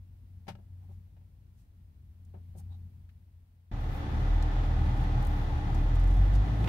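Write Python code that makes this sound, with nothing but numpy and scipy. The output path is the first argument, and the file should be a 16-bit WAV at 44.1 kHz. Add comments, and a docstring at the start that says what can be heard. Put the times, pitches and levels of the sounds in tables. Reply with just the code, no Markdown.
"""A faint low drone over muffled outdoor rumble, heard from a stereo microphone inside a parked car.
Close by, a thumb works the keys of a plastic hand-held tester and rings its hollow case.
Abruptly the car is rolling: a four-cylinder engine booms in the cabin over road rumble, rushing air
and a fan's whine. A hand slides and ticks on the steering wheel, and as the engine speeds up
the door locks snap shut."""
import sys
import numpy as np
from scipy import signal
from scipy.fft import rfft, irfft
from scipy.io import wavfile
from scipy.ndimage import uniform_filter1d

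SR = 44100
rng = np.random.default_rng(int(sys.argv[2]) if len(sys.argv) > 2 else 0)


def unload_wav(signal):
    """Save mono or channel-first audio to the path in sys.argv[1] as 16-bit WAV at rate SR, clipped to [-1, 1]."""
    wavfile.write(
        sys.argv[1],
        SR,
        np.round(np.clip(np.atleast_2d(signal).T, -1, 1) * 32767).astype(np.int16),
    )


N = 294588
T = np.arange(N) / SR
FREQ = np.maximum(np.arange(N // 2 + 1) * SR / N, 1)
LEFT_RIGHT = np.array([[1], [-1]])
ROLL_S = 3.714  # the moving car takes over from the parked one


def undb(db):
    """Decibels to gain."""
    return 10 ** (np.asarray(db) / 20)


def unit(x):
    """Scale to rms 1."""
    return x / np.sqrt(np.mean(x ** 2))


def curves(table):
    """The columns of a time table, one value a sample."""
    times, *columns = np.transpose(table)
    return [np.interp(T, times, column) for column in columns]


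def shape(points):
    """A (frequency [Hz], level [dB]) table joined on a log-frequency axis."""
    hz, db = np.transpose(points)
    return np.interp(np.log(FREQ), np.log(hz), db)


def band(hz, width_hz):
    """Response in dB of one resonance."""
    return -10 * np.log10(1 + ((FREQ ** 2 - hz ** 2) / (FREQ * width_hz)) ** 2)


def lift(hz, resonances):
    """Boost in dB that a set of resonances gives at hz."""
    return sum(db / (1 + (2 * (hz - centre) / width) ** 2) for centre, width, db in resonances)


def pan(db):
    """Left and right gains, the left louder by db."""
    return undb(LEFT_RIGHT * db / 2)


def walk(rate):
    """Random wander with a spread near 1, at rate steps a second."""
    hold = max(int(SR / rate), 2)
    steps = np.repeat(rng.standard_normal(N // hold + 1), hold)
    return unit(uniform_filter1d(uniform_filter1d(steps, hold), hold)[:N])


def bump(s, half_s):
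    """A bell-shaped swell of height 1 around time s."""
    return np.exp(-((T - s) / half_s) ** 2 / 2)


def ramp(s, length_s):
    """A straight rise from 0 to 1 that starts at time s."""
    return np.clip((T - s) / length_s, 0, 1)


def fade(t, t60):
    """Exponential decay, 60 dB down after t60."""
    return np.exp(-np.log(1000) * t / t60)


def grain(colour_db, size=16384):
    """A short stretch of diffuse stereo noise of a given colour, and its time axis."""
    gain = undb(np.interp(np.arange(size // 2 + 1) * SR / size, FREQ, colour_db))
    return unit(irfft(rfft(rng.standard_normal((2, size))) * gain)), np.arange(size) / SR


def add(out, s, sound):
    """Mix a sound in at time s."""
    i = int(np.clip(s * SR, 0, N - 1))
    out[:, i:i + sound.shape[1]] += sound[:, :N - i]


# stereo width at the microphone: (frequency [Hz], side minus mid [dB])
CABIN_WIDTH = [(40, -28.5), (110, -17), (200, -14), (380, -5.5), (650, -5), (820, -7.5), (1150, 4.5),
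               (1450, 3.5), (1900, 0.5), (4400, -0.5), (9000, 2)]
# balance at the microphone: (frequency [Hz], left minus right [dB])
CABIN_LEAN = [(110, 0.5), (330, 1.5), (700, .5), (4400, 0.9), (15000, 1)]
def cabin_noise(colour_db):
    """Noise all round the microphone: the bass is alike on both sides, the treble diffuse."""
    mid, side = rfft(rng.standard_normal((2, N)))
    width = undb(shape(CABIN_WIDTH))
    pair = (mid + LEFT_RIGHT * width * side) / np.sqrt(1 + width ** 2)
    return unit(irfft(pair * pan(shape(CABIN_LEAN)) * undb(colour_db), N))


# outdoor rumble, heard from inside the car: (frequency [Hz], relative level [dB])
OUTDOOR_COLOUR = [(22, -20), (40, -3), (55, 1.5), (75, 2), (105, -7.5), (125, -8), (150, -13.5), (235, -21),
                  (320, -29.5), (450, -38), (800, -61.5)]
# hiss in the parked cabin: (frequency [Hz], relative level [dB])
PARKED_HISS = [(300, -8), (450, -6), (800, -7), (1300, -9.5), (3800, -16), (7000, -22), (15500, -15.5)]
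# swells of the sound outside: (peak time [s], rise of the drone [dB], half length [s])
OUTDOOR_SWELLS = [(0.253, 6.5, 0.25), (0.88, 11.5, 0.13), (2.65, 15.5, 0.27)]
def parked(drone_hz=90.9, sag_hz=2.7, drone_db=-57, rumble_db=-55.5, upper_db=-66, hiss_db=-77):
    """A low drone swells and sinks over muffled outdoor rumble and faint hiss."""
    swell = sum(db * bump(s, half_s) for s, db, half_s in OUTDOOR_SWELLS)
    # the parked sound fades out before the cut to the moving car
    fade_db = -11 * np.maximum(T - 2.99, 0)
    hz = drone_hz - sag_hz * ramp(1.099, length_s=0.8)
    tone = np.sqrt(2) * np.sin(2 * np.pi * np.cumsum(hz) / SR)
    drone = tone * undb(drone_db + swell + fade_db / 2 + 1.46 * walk(11))
    outdoors = shape(OUTDOOR_COLOUR)
    rumble = cabin_noise(outdoors) * undb(rumble_db + fade_db)
    # the upper part of the rumble and the hiss take a share of each swell
    upper = cabin_noise(outdoors + band(190, width_hz=170)) * undb(upper_db + 0.78 * swell + fade_db)
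    hiss = cabin_noise(shape(PARKED_HISS)) * undb(hiss_db + 0.24 * (swell + fade_db))
    return (drone + rumble + upper) * pan(2) + hiss


# presses and knocks on the tester: (time [s], level [dB], brightness [dB/octave], t60 [s], push [s])
KEY_PRESSES = [(0.468, -57, -1, 0.12, 0.0016), (0.479, -35, 0, 0.099, 0.0071),
               (0.5514, -55, -1, 0.041, 0.00055), (0.583, -62, -7.5, 0.21, 0.0033),
               (0.891, -61, -15.5, 0.12, 0.0063), (1.164, -66.5, -2.5, .1, .002),
               (1.206, -70.5, -3, .1, .004), (2.338, -51.5, -8, 0.17, 0.0037),
               (2.550, -56, -11.5, 0.19, 0.0037)]
# modes of the case and the hollow it sits in: (frequency [Hz], relative level [dB], t60 [s])
CASE_MODES = [(116.6, -1.5, 0.5), (162.5, -1.5, 0.3), (197.2, -1.5, 0.29), (371, -4, 0.092), (576, 3, 0.1),
              (776, 5, 0.073), (910, -5, 0.14), (1322, -1, 0.063), (1647, -7, 0.088), (2440, -9, 0.063),
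              (2870, -10, 0.11)]
# contact noise of the case: (frequency [Hz], relative level [dB])
RATTLE_COLOUR = [(80, -23), (180, -4.5), (350, -6), (800, 2), (1100, -7.5), (2800, -10), (4300, -15.5),
                 (5600, -17.5), (7500, -26), (12500, -29), (15500, -38)]
def keys(ring_db=-7, pivot_hz=700, knee_hz=380):
    """Close by on the left, each press rattles and rings the hollow case; duller ones thump more."""
    def octaves(hz):
        return np.log2(np.maximum(hz, knee_hz) / pivot_hz)

    out = np.zeros((2, N))
    for s, db, bright, t60, push_s in KEY_PRESSES:
        rattle, t = grain(shape(RATTLE_COLOUR) + bright * octaves(FREQ))
        ring = 0
        for hz, mode_db, mode_t60 in CASE_MODES:
            # long waves reach both sides of the microphone in step, short ones do not
            offset = rng.random() + min(hz / 2000, 1) * rng.random((2, 1))
            mode = fade(t, mode_t60) * np.sin(2 * np.pi * (hz * t + offset))
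            ring = ring + mode * undb(mode_db + bright * octaves(hz))
        push = 1 - np.exp(-t / push_s)
        add(out, s, (rattle * fade(t, t60) + undb(ring_db) * ring) * push * undb(db))
    return out * pan(4.5)


# the thumb rubs the hollow case: (mid time [s], level [dB], half length [s])
CASE_RUBS = [(0.837, -72, 0.016), (0.91, -69.5, 0.015), (2.603, -66.5, 0.013), (2.729, -69.5, 0.024)]
# skin squeaks on a key: (mid time [s], level [dB], half length [s], pitch [Hz])
KEY_SQUEAKS = [(2.59, -63, 0.0074, 8900), (2.734, -74.5, 0.021, 3800)]
# skin on plastic and leather: (mid time [s], level [dB], half length [s], centre [Hz], width [Hz])
SKIN_SLIDES = [(0.932, -81, 0.021, 5000, 14000), (1.603, -77, 0.031, 6000, 14000),
               (2.591, -63.5, 0.015, 8500, 10000), (3.83, -72.5, 0.051, 13000, 7000),
               (3.957, -65.5, 0.04, 13000, 5000), (5.32, -67.5, 0.089, 12990, 7000),
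               (6.13, -72, 0.13, 11920, 8010), (6.652, -63.5, .02, 9050, 11980)]
def slides(rub_hz=794, rub_width_hz=83, squeak_width_hz=190, rough_db=1.5):
    """Within arm's reach, moving skin rubs, squeaks and hisses in uneven swells."""
    out = np.zeros((2, N))
    rubs = [(*row, rub_hz, rub_width_hz) for row in CASE_RUBS]
    squeaks = [(*row, squeak_width_hz) for row in KEY_SQUEAKS]
    for s, db, half_s, hz, width in rubs + squeaks + list(SKIN_SLIDES):
        hiss, t = grain(band(hz, width))
        middle = t[-1] / 2
        stroke = np.exp(-((t - middle) / half_s) ** 2 / 2)
        add(out, s - middle, hiss * stroke * undb(db))
    return out * undb(rough_db * walk(200))


def tick(db, hz, t60, attack_s=0.0012):
    """One small bright snap."""
    snap, t = grain(2 * band(hz, 1.14 * hz))
    return snap * fade(t, t60) * (1 - np.exp(-t / attack_s)) * undb(db)


# lone ticks of fingers and trim: (time [s], level [dB], centre [Hz], t60 [s])
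LONE_TICKS = [(2.249, -67, 7000, .03), (3.090, -65, 1940, 0.066), (4.424, -42, 4750, 0.023),
              (5.745, -49, 5000, 0.048)]
# the steering wheel creaks under the hand:
# (time [s], ticks [count], first gap [s], level [dB], change per tick [dB], centre [Hz], t60 [s])
RIM_CREAKS = [(4.974, 3, .032, -60, 0, 9000, .04), (5.2244, 3, .0232, -51.5, 2.5, 9510, 0.027),
              (5.952, 7, .0435, -54.5, -1, 6960, 0.059), (6.332, 2, .018, -56.5, 5.5, 4800, 0.077)]
def ticks(gap_ratio=0.92):
    """Skin sticks and lets go, near and to the left: lone ticks, and quickening runs on the rim."""
    out = np.zeros((2, N))
    for s, db, hz, t60 in LONE_TICKS:
        add(out, s, tick(db, hz, t60))
    for s, count, gap_s, db, step_db, hz, t60 in RIM_CREAKS:
        for k in range(round(count)):
            add(out, s, tick(db + k * step_db, hz, t60))
            s += gap_s * gap_ratio ** k
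    return out * pan(3.5)


def pull_away(start_db=-7, settle_s=0.21):
    """How far in dB the driving noise still lies under its steady level."""
    return start_db * np.exp(-np.maximum(T - ROLL_S, 0) / settle_s)


# the engine, heard from the cabin: (time [s], firing rate [Hz], boom level before lift [dB])
FIRINGS = [(3.72, 38.3, -34), (3.87, 37.86, -32), (4.04, 34.46, -44), (4.3, 39.13, -25),
           (4.71, 39.52, -28.5), (5.19, 38.22, -28), (5.6, 34.6, -35.5), (5.76, 36.0, -26),
           (6.02, 42.85, -23), (6.41, 50.05, -22.5), (6.46, 52.12, -33.5), (6.61, 54.6, -29.5),
           (6.68, 54, -29)]
# low resonances of the cabin air: (frequency [Hz], width [Hz], lift [dB])
AIR_MODES = [(91.4, 17.8, 9), (119.4, 12.2, 8.5)]
def engine(second_db=-37, third_db=-47, uneven_db=0.86):
    """Firings boom in the cabin, whose air lifts their harmonics; also returns the firing phase."""
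    hz, first_db = curves(FIRINGS)
    phase = 2 * np.pi * np.cumsum(hz) / SR
    boom = 0
    for k, db in enumerate([first_db, second_db + 2.3 * pull_away(), third_db], 1):
        shake = k * uneven_db * walk(22)  # uneven combustion shakes the higher harmonics more
        harmonic = np.sin(k * phase + rng.uniform(0, 2 * np.pi))
        boom = boom + harmonic * undb(db + lift(k * hz, AIR_MODES) + shake)
    return np.sqrt(2) * boom, phase


# road rumble through the body: (frequency [Hz], relative level [dB])
ROAD_RUMBLE = [(22, -23), (35, -11.5), (60, -3.5), (94, 1), (108, -1.5), (125, 0), (155, -11.5), (190, -9),
               (230, -17.5), (320, -17), (450, -27.5), (700, -59.5)]
# rushing air, heard from inside: (frequency [Hz], relative level [dB])
AIR_RUSH = [(250, -11), (420, 0), (650, 0), (1000, -3.5), (1500, -5), (2300, -12.5), (3500, -14),
            (5000, -22), (6900, -27), (7700, -37), (9000, -31), (15500, -62)]
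# cabin resonances in the rush: (frequency [Hz], width [Hz], lift [dB])
CABIN_MODES = [(762, 90, 7), (887, 36, 4), (1110, 57, 3.5), (1250, 87, 6), (1400, 100, 1.5),
               (1770, 65, 6.5), (1990, 113, 7), (2445, 73, 4.5), (2800, 58, 0), (3490, 250, 2.5)]
def road(firing_phase, rumble_db=-33, rush_db=-43.5, ease_db_per_s=0.62, bumps_db=1.4, throb=0.072):
    """Tyres shake the body; rushing air rings the cabin, slowly eases and throbs with each firing."""
    rumble = cabin_noise(shape(ROAD_RUMBLE))
    rumble *= undb(rumble_db + 0.74 * pull_away() + bumps_db * walk(18))
    rush = cabin_noise(shape(AIR_RUSH) + lift(FREQ, CABIN_MODES))
    rush *= undb(rush_db + pull_away() - ease_db_per_s * (T - ROLL_S) + 0.5 * walk(30))
    return rumble + rush * (1 + throb * np.sin(firing_phase))


def tread(level_db=-52, centre_hz=825, flutter_db=2.5, turn_s=5.52, turn_half_s=0.12):
    """Tread blocks pump air in a narrow band that swells as the wheels turn in, then drops away."""
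    turning_db = 6.5 * bump(turn_s, turn_half_s) - 3.5 * ramp(turn_s, turn_half_s)
    song = cabin_noise(3 * band(centre_hz, 150))
    return song * undb(level_db + pull_away() + turning_db + flutter_db * walk(16))


# whine of the fan: (time [s], pitch [Hz])
FAN_WHINE = [(3.74, 285.7), (4.25, 295.3), (4.9, 295), (5.4, 292), (6.68, 289)]
def fan(whine_db=-50, waver_db=1.0):
    """Left of the microphone, a small electric motor holds one slightly wavering tone."""
    hz = curves(FAN_WHINE)[0]
    tone = np.sqrt(2) * np.sin(2 * np.pi * np.cumsum(hz) / SR)
    return tone * undb(whine_db + pull_away() + waver_db * walk(11)) * pan(6)


# lock bolts, one door after another: (time [s], level [dB], t60 [s])
LOCK_BOLTS = [(6.6418, -26, .025), (6.655, -42, .08), (6.6735, -25, .045)]
# a door panel struck by its bolt: (frequency [Hz], relative level [dB])
PANEL_COLOUR = [(60, -8), (200, 4), (450, 2), (850, 0), (1400, -12), (2600, -9), (4400, -22), (7000, -35),
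                (15500, -42)]
def locks(attack_s=0.0015, spread=0.5):
    """Around the microphone, the bolts hit their stops and thump the door panels."""
    out = np.zeros((2, N))
    for s, db, t60 in LOCK_BOLTS:
        (mid, side), t = grain(shape(PANEL_COLOUR))
        thump = (mid + spread * side * LEFT_RIGHT) / np.sqrt(1 + spread ** 2)
        add(out, s, thump * fade(t, t60) * (1 - np.exp(-t / attack_s)) * undb(db))
    return out


def scene():
    """The parked cabin, then the moving one, with the hand close by in both."""
    rolling = ramp(ROLL_S, length_s=0.0019)
    boom, firing_phase = engine()
    moving = boom + road(firing_phase) + tread() + fan() + locks()
    return (1 - rolling) * parked() + rolling * moving + keys() + ticks() + slides()


def record(dry):
    """The microphone in the cabin loses the deepest bass and cuts the top."""
    low_cut = signal.butter(2, 16, "high", fs=SR, output="sos")
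    high_cut = signal.ellip(14, 0.1, 80, 15700, fs=SR, output="sos")
    return signal.sosfilt(high_cut, signal.sosfilt(low_cut, dry))


dry = scene()
out = record(dry)
unload_wav(out)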